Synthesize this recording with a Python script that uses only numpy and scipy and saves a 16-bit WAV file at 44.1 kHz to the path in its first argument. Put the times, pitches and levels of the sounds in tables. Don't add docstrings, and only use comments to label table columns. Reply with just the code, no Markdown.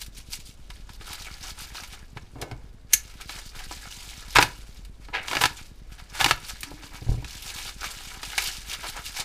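import sys
import numpy as np
from scipy import signal
from scipy.fft import rfft, irfft
from scipy.io import wavfile

SR = 44100
rng = np.random.default_rng(int(sys.argv[2]) if len(sys.argv) > 2 else 0)


def wrap_up_sound(samples):
    columns = np.atleast_2d(samples).T
    tamed = np.clip(columns, -1, 1)
    steps = np.round(tamed * 32767).astype(np.int16)
    wavfile.write(sys.argv[1], SR, steps)


N = 407484
T = np.arange(N) / SR
TAPS = 4096
HZ = np.fft.rfftfreq(TAPS, 1 / SR) + 1

# frequency in Hz, relative level in dB.
RUMBLE_TONE = [(8, -7), (25, 3.5), (33, -4), (46, 3.5), (75, -9.5), (130, -20.5), (250, -24), (500, -30),
               (1000, -35.5), (3000, -44.5), (8000, -51), (15500, -61)]
MAT_TONE = [(40, -6), (150, 10), (350, -13), (700, -18.5), (1500, -29), (8000, -58.5)]
STEEL_TONE = [(150, -37.5), (1200, -25), (1900, -6.5), (5000, -5.5), (6400, 11), (7500, -1), (12000, -0.5),
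              (15500, -8.5)]
SNAP_TONE = [(100, -6.5), (500, -12), (1200, -1), (2500, 3), (5000, 1.5), (9000, -5), (15500, -15.5)]
POP_TONE = [(40, -21), (150, -1), (500, -9), (900, -1), (1500, -1.5), (2600, 0), (5000, -6.5), (9000, -17),
            (15500, -28)]
CRUNCH_TONE = [(100, -17.5), (300, -7.5), (550, -5), (760, -2.5), (1000, -7), (1400, -2), (2200, -2),
               (4000, -7.5), (12000, -33)]
CRINKLE_TONE = [(300, -34), (900, -18), (1800, -10), (3000, -1), (5000, -.5), (7500, -4.5), (11000, -9.5),
                (15500, -14)]
# pitch in Hz, relative level in dB, seconds to fade 60 dB.
BENCH_NOTES = [(47.7, -10, 0.28), (88.8, -2.5, 0.11), (116.5, 9, 0.12), (160, -15.5, 0.07),
               (284, -21, 0.17)]
HANDLE_NOTES = [(279.4, -8, 0.15), (421.8, -9, .17), (504, -5, 0.076), (626, -2, .12), (758, 1.5, 0.075),
                (1027, -10, .2), (1524, -13, 0.26), (2165, -9, 0.206), (2740, -16, 0.16)]
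KNIFE_NOTES = [(2150, -4.5, 0.13), (2502, -22, .06), (2870, -7.5, .06), (4250, -0.5, 0.12), (6780, -2, .14),
               (6930, 4.5, 0.1), (6880, -7, .09), (8260, -8, 0.081), (11000, -24, .14), (11700, -15, .08),
               (13600, -12.5, 0.094)]
# frequency in Hz, width in Hz (widened to 65 if narrower),
# boost or cut in dB.
CLOSE_UP_COLOUR = [(204.4, 50, -12), (288.5, 94, 7.5), (405, 23, 4), (530, 40, 2.5), (799, 270, 6.5),
                   (982, 55, 9), (1297, 70, 5.5), (1413, 160, 5), (1700, 104, 7), (2235, 130, 7.5),
                   (2558, 170, 3.5), (2910, 80, 4), (3737, 390, 2), (4620, 500, 1.5)]
# frequency in Hz, seconds to fade 60 dB.
ROOM_FADE = [(100, 0.5), (500, 0.27), (2000, 0.23), (6000, 0.19), (14000, 0.15)]

# start in seconds, level in dB.
MAT_THUMPS = [(2.164, -35), (2.357, -40), (2.425, -36), (2.52, -34), (6.715, -41.5), (7.018, -34),
              (7.065, -31), (7.176, -30), (7.225, -41)]
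# start in seconds, level in dB, tilt toward the treble in dB per octave.
HANDLE_KNOCKS = [(2.357, -51, 0), (2.424, -35.5, -1.5), (2.513, -41.5, -1.5), (7.086, -41, -8),
                 (7.176, -44, -15)]
# start in seconds, relative level in dB.
LOCK_CLICKS = [(2.9255, -35.5), (2.9326, -19.5), (2.935, -8.5), (2.9376, -12), (2.941, -25.5)]
# start in seconds, length in seconds, level in dB, centre in Hz, width in octaves.
SCRAPE_STROKES = [(1.068, 0.042, -42, 1420, 0.175), (2.341, 0.39, -44.5, 200, 1.29),
                  (2.414, .09, -39, 560, 0.53), (2.503, 0.064, -43, 566, .55),
                  (4.348, 0.053, -21, 1800, 1.7), (4.396, 0.087, -20.5, 1527, 1.56),
                  (5.13, .11, -25, 2140, 0.54), (5.136, 0.18, -36, 2000, 0.29),
                  (5.124, 0.13, -33.5, 640, 0.8), (5.288, 0.24, -32.5, 1450, 1.36),
                  (5.404, 0.08, -21.5, 2080, 1.8), (6.124, 0.2, -37, 1700, 1.2),
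                  (6.189, 0.096, -21.5, 1660, 1.33), (6.273, 0.077, -25.5, 1700, 1.6),
                  (6.599, 0.63, -49.5, 284.7, 0.16), (8.378, .03, -21, 2357, 0.216),
                  (8.825, 0.1, -34, 1120, 1.26), (8.95, 0.088, -44, 1050, 0.65)]
# start in seconds,
# relative level in dB, brightness (higher means more treble).
HANDLING_SNAPS = [(0.0158, -34, 6), (0.063, -43.5, 8), (0.3321, -38, 5), (0.702, -41.5, -3),
                  (0.8923, -43, -4.5), (1.0102, -43, -9.5), (1.1304, -35.5, 8), (1.4967, -45, 9),
                  (1.8352, -37.5, -0.5), (2.1708, -35.5, -10.5), (2.415, -33.5, 5.5), (2.424, -36, -3.5),
                  (2.5132, -39.5, -5), (3.211, -39, 4.5), (3.294, -33.5, -4), (3.7113, -35, -12.5),
                  (4.8495, -48, 4.5), (5.0852, -42.5, -12.5), (6.6071, -37, 18), (6.6312, -29.5, 2),
                  (6.834, -41.5, -8), (7.2449, -36, -1.5), (8.2308, -32, -2.5), (8.3793, -19.5, 1),
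                  (8.7325, -35.5, 4.5), (8.8867, -40, 1)]
# start in seconds, relative level in dB, brightness,
# bass boost from the push of air in dB.
BUBBLE_POPS = [(4.3584, -14, -13, -18), (4.3647, -13.5, -12, -10), (4.3698, -17.5, -7, -7),
               (4.3856, -9, -16.5, -1), (4.426, -15, -2, 4.5), (5.2822, -30.5, -4.5, -7),
               (5.3124, -29.5, -7, -5), (5.3318, -26, -12, 2), (5.352, -26.5, -5.5, 9),
               (5.3688, -22, -9.5, -1), (5.4127, -22, -9, -3), (5.4382, -15, -8.5, -3),
               (5.4552, -18.5, -4, -2), (6.211, -20, -10, -11.5), (6.2439, -16, -4.5, -8),
               (6.261, -18.5, -3.5, 5.5), (6.3101, -13.5, -8, -4)]
# time in seconds, level in dB.
HOLDING_LEVELS = [(0, -63.5), (.97, -63.5), (1.1, -51), (1.9, -51.5), (2.1, -63.5), (2.5, -62), (2.88, -71),
                  (2.95, -51), (3.15, -56), (4.55, -48.5), (4.92, -66.5), (5.1, -63), (5.45, -45.5),
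                  (5.82, -65), (6.4, -51), (7.15, -53.5), (7.35, -52.5), (9.24, -44)]
# start in seconds, seconds until they let go, crinkle level in dB,
# level of the dull crunch in dB compared with the crinkle.
FINGER_SQUEEZES = [(0.0, 0.0086, -35, -17), (0.148, 0.052, -43.5, -14), (.26, 0.029, -57, -16),
                   (.314, 0.024, -34, -19), (.385, 0.015, -44.5, -24.5), (.447, 0.055, -47, -18),
                   (.7, 0.12, -60, 0.5), (.89, 0.062, -54, -5), (1.008, 0.0186, -44.5, -0.5),
                   (1.06, 0.12, -43.5, -4), (1.18, 0.0937, -44.5, -3.5), (1.31, 0.044, -52, -2),
                   (1.419, 0.0846, -41.5, -8.5), (1.571, 0.0836, -41, -4.5), (1.735, .05, -43, 0.5),
                   (1.79, 0.053, -47, -5), (1.915, 0.029, -45.5, -4), (2.15, 0.023, -56, -3),
                   (2.915, 0.032, -45.5, -1), (3.08, 0.0283, -50, -5), (3.195, 0.027, -49.5, -2.5),
                   (3.285, 0.1097, -41.5, -6), (3.44, 0.027, -45.5, -13.5), (3.539, 0.098, -44.5, -1.5),
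                   (3.69, .18, -46, -5.5), (3.9, .21, -43.5, -10), (4.16, 0.05, -46.5, -14),
                   (4.29, 0.066, -47, -5), (4.759, 0.014, -51.5, -18.5), (5.01, 0.049, -56.5, 2),
                   (5.22, .05, -46, 1), (5.275, .19, -40, -2), (5.56, 0.038, -44.5, -2),
                   (5.914, 0.02, -49.5, 4.5), (5.974, 0.0275, -51, 6.5), (6.085, 0.037, -53, 3),
                   (6.135, 0.044, -42.5, -9), (6.18, .14, -35, -12), (6.42, 0.03, -45, -4),
                   (6.478, 0.0196, -33, -6), (6.54, 0.0314, -52, -1), (6.63, .08, -49.5, -10),
                   (6.82, 0.033, -49.5, 4.5), (6.93, 0.0471, -45.5, 3), (7.08, 0.054, -46, -15),
                   (7.269, .17, -45, -3.5), (7.44, .065, -36.5, -6.5), (7.53, 0.16, -37.5, -9),
                   (7.78, .04, -47, 2.5), (7.832, 0.037, -35, -3.5), (7.885, .07, -40, -8),
                   (7.97, .23, -46.5, -1), (8.22, 0.157, -39.5, -7.5), (8.385, 0.11, -32.5, -10),
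                   (8.5, 0.073, -37.5, -6.5), (8.674, 0.073, -35.5, -3.5), (8.79, 0.11, -40, -4.5),
                   (8.949, 0.0248, -42, 1.5), (9.04, 0.05, -37.5, -14.5), (9.16, 0.049, -32.5, -8)]


def amp(db):
    return 10 ** (np.asarray(db) / 20)


def normalised(x, size=None):
    return x / np.sqrt(np.mean(x[:size] ** 2) + 1e-20)


def curve(points, hz=HZ):
    point_hz, value = np.transpose(points)
    return np.interp(np.log(hz + 1), np.log(point_hz), value)


def add(mix, start, sound):
    part = mix[round(start * SR):][:len(sound)]
    part += sound[:len(part)]


def filtered(x, db):
    cepstrum = irfft(np.log(amp(np.maximum(db, db.max() - 100))))
    cepstrum[1:TAPS // 2] *= 2
    cepstrum[TAPS // 2 + 1:] = 0
    return signal.oaconvolve(x, irfft(np.exp(rfft(cepstrum))))[:len(x)]


def close_up(x, tone_db):
    colour_db = sum(db / (1 + (2 * (HZ - hz) / max(width, 65)) ** 2)
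                    for hz, width, db in CLOSE_UP_COLOUR)
    return filtered(x, tone_db + colour_db)


def crack(chatter, decay_s):
    t = T[:4 * TAPS]
    noise = chatter * rng.standard_normal(len(t)) * np.exp(-t / decay_s)
    jump = signal.lfilter([-.72, 1], [1, -.72], t == 0)
    return noise + signal.lfilter([.45], [1, -.55], jump)


def ringing(notes):
    t = T[:4 * TAPS]
    return sum(amp(db - 60 * t / fade_s) * np.sin(2 * np.pi * hz * rng.normal(1, 0.003) * t)
               for hz, db, fade_s in notes)


def random_clicks(per_s, spread_db, size=N):
    clicks = 1. * (rng.random(size) < per_s / SR)
    at = np.flatnonzero(clicks)
    strength, side = rng.random((len(at), 2)).T
    clicks[at] = amp(spread_db * np.minimum(-np.log(strength), 4)) * np.sign(side - .5)
    return normalised(clicks)


def drift(per_s, db):
    times = np.arange(0, T[-1] + 1, 1 / per_s)
    return np.interp(T, times, amp(db * rng.standard_normal(len(times))))


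def rumble():
    return amp(-44.5) * normalised(filtered(rng.standard_normal(N), curve(RUMBLE_TONE)))


def electronic_ticks(per_s=9.7637, dip_s=0.002):
    out, age = np.zeros(N), T[:TAPS] / dip_s
    dip = -(age * np.exp(1 - age)) ** 3
    blip = signal.sosfilt(signal.butter(2, 28, "highpass", fs=SR, output="sos"), dip)
    for start in np.arange(.0821, T[-1], 1 / per_s):
        add(out, start, amp(-34.5 + rng.normal(0, 1)) * blip)
    return out


def room(x):
    t = T[:SR // 2]
    out = x + 0.15 * np.pad(x, (round(.0025 * SR), 0))[:N]
    for k in range(3):
        hz, age, bands = signal.stft(rng.standard_normal(len(t)), SR, nperseg=256)
        fade = amp(-60 * age / curve(ROOM_FADE, hz)[:, None])
        tail = signal.istft(bands * fade, SR, nperseg=256)[1][:len(t)]
        tail *= np.clip((t - .004) / 0.0024, 0, 1)
        share = np.sqrt(2 / 3) * np.cos(2 * np.pi * (7 * T + k / 3))
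        out += amp(-15) * signal.oaconvolve(x * share, tail / np.linalg.norm(tail))[:N]
    return out


def bench_thumps():
    out, octave = np.zeros(N), np.log2(np.clip(HZ, 50, 1000) / 100)
    rocking = [(7.091 + k * 0.025, -18 - k * 6.5) for k in range(3)]
    jolts = [(start, db - 17.5) for start, db, *_ in BUBBLE_POPS]
    for start, db in MAT_THUMPS + rocking + jolts:
        db_per_octave = -.42 * (db + 33)
        pat = normalised(close_up(crack(chatter=0.77, decay_s=0.0114), curve(MAT_TONE)), size=700)
        boom = normalised(ringing(BENCH_NOTES), size=700)
        blow = filtered(boom + amp(-4.5) * pat, db_per_octave * octave)
        add(out, start, amp(db) * normalised(blow, size=700))
    return out


def handle_knocks():
    out, octave = np.zeros(N), np.log2(np.clip(HZ, 400, 3000) / 400)
    for start, db, db_per_octave in HANDLE_KNOCKS:
        clack = filtered(ringing(HANDLE_NOTES), db_per_octave * octave)
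        add(out, start, amp(db) * normalised(clack, size=700))
    return out


def knife_lock():
    out = np.zeros(N)
    for start, db in LOCK_CLICKS:
        click = close_up(crack(chatter=0.17, decay_s=0.0052), curve(STEEL_TONE))
        add(out, start, amp(db + 0.5) * normalised(click, size=170))
        add(out, start, amp(db - 18.5) * normalised(ringing(KNIFE_NOTES), size=170))
    return out


def scrapes():
    out = np.zeros(N)
    for start, length, db, centre_hz, octaves in SCRAPE_STROKES:
        t, peak_s = np.arange(0, length, 1 / SR), 0.19 * length
        off_centre = (np.log2(HZ / centre_hz) / octaves) ** 2
        tone_db = -20 * np.log10(1 + off_centre / 2 + off_centre ** 2 / 8)
        rasp = close_up(random_clicks(per_s=3000, spread_db=0, size=len(t)), tone_db)
        stroke = np.minimum(t / peak_s, 1) * amp(np.interp(t, [peak_s, length], [0, -24.5]))
        add(out, start, amp(db) * stroke * normalised(rasp))
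    return out


def handling_snaps():
    out, octave = np.zeros(N), np.log2(np.maximum(HZ, 500) / 2000)
    for start, db, brightness in HANDLING_SNAPS:
        tone_db = curve(SNAP_TONE) + 0.64 * brightness * octave
        snap = close_up(crack(chatter=0.45, decay_s=0.0081), tone_db)
        add(out, start, amp(db + 1.5) * normalised(snap, size=170))
    return out


def bubble_pops():
    out, octave = np.zeros(N), np.log2(np.maximum(HZ, 1000) / 2000)
    for start, db, brightness, push_db in BUBBLE_POPS:
        tilt_db = 0.47 * (brightness + 9) * octave
        bass_db = push_db / (1 + (HZ / 550) ** 4)
        chatter = 0.13 * amp(0.46 * max(-16 - db, 0))
        pop = close_up(crack(chatter, decay_s=.0055), curve(POP_TONE) + tilt_db + bass_db)
        add(out, start, amp(db + 3.5) * normalised(pop, size=170))
    return out


def film_patches(tone, centres_hz, per_s, spread_db, drift_db, chatter_db, decay_s):
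    out, keep = np.zeros(N), np.exp(-2 / (decay_s * SR))
    for centre_hz in centres_hz:
        clicks = random_clicks(per_s, spread_db) * drift(per_s=30, db=drift_db)
        shaking = np.sqrt(signal.lfilter([1 - keep], [1, -keep], clicks ** 2 + 1e-12))
        chatter = amp(chatter_db) * shaking * rng.standard_normal(N)
        patch_db = 9 * np.exp(-(np.log2(HZ / centre_hz) / 0.36) ** 2)
        out += close_up(clicks + chatter, curve(tone) + patch_db)
    return normalised(out)


def wrap_crinkle(rise_s=0.017, rise_db_per_s=520.5, fall_db_per_s=419.5):
    holding_ratio = amp(-4.5) ** 2
    crinkle_power = amp(np.interp(T, *np.transpose(HOLDING_LEVELS))) ** 2
    crunch_power = crinkle_power * holding_ratio
    for start, held, db, crunch_db in FINGER_SQUEEZES:
        first_touch = max(start - .1, 0)
        t = T[:SR] + first_touch - start
        below_peak_db = rise_db_per_s * np.maximum(rise_s - t, 0) + fall_db_per_s * np.maximum(t - held, 0)
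        squeeze = amp(db - below_peak_db)
        add(crinkle_power, first_touch, squeeze ** 2)
        add(crunch_power, first_touch, (squeeze * amp(crunch_db)) ** 2)
    crinkle = film_patches(CRINKLE_TONE, np.geomspace(2200, 12000, num=8), per_s=170,
                           spread_db=4.5, drift_db=2.5, chatter_db=5.5, decay_s=0.009)
    crunch = film_patches(CRUNCH_TONE, np.geomspace(1000, 2300, num=4), per_s=240,
                          spread_db=3.5, drift_db=6, chatter_db=-1.5, decay_s=0.0056)
    lows = signal.sosfiltfilt(signal.butter(2, 3592, fs=SR, output="sos"), crinkle)
    thinness = 1 - np.minimum(crunch_power / crinkle_power / holding_ratio, 1) ** 0.14
    return (crinkle - thinness * lows) * np.sqrt(crinkle_power) + crunch * np.sqrt(crunch_power)


def scene():
    background = rumble()
    unwrapping = wrap_crinkle() + bubble_pops() + handling_snaps() + scrapes()
    knife = knife_lock() + handle_knocks()
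    return (background + room(unwrapping + knife + bench_thumps()) + electronic_ticks())[None]


def record(dry):
    rounded = dry / (1 + (dry / .85) ** 6) ** (1 / 6)
    lowpass = signal.firwin(401, 15500, window=("kaiser", 8), fs=SR)
    return signal.oaconvolve(rounded, lowpass[None], "same")


dry = scene()
out = record(dry)
wrap_up_sound(out)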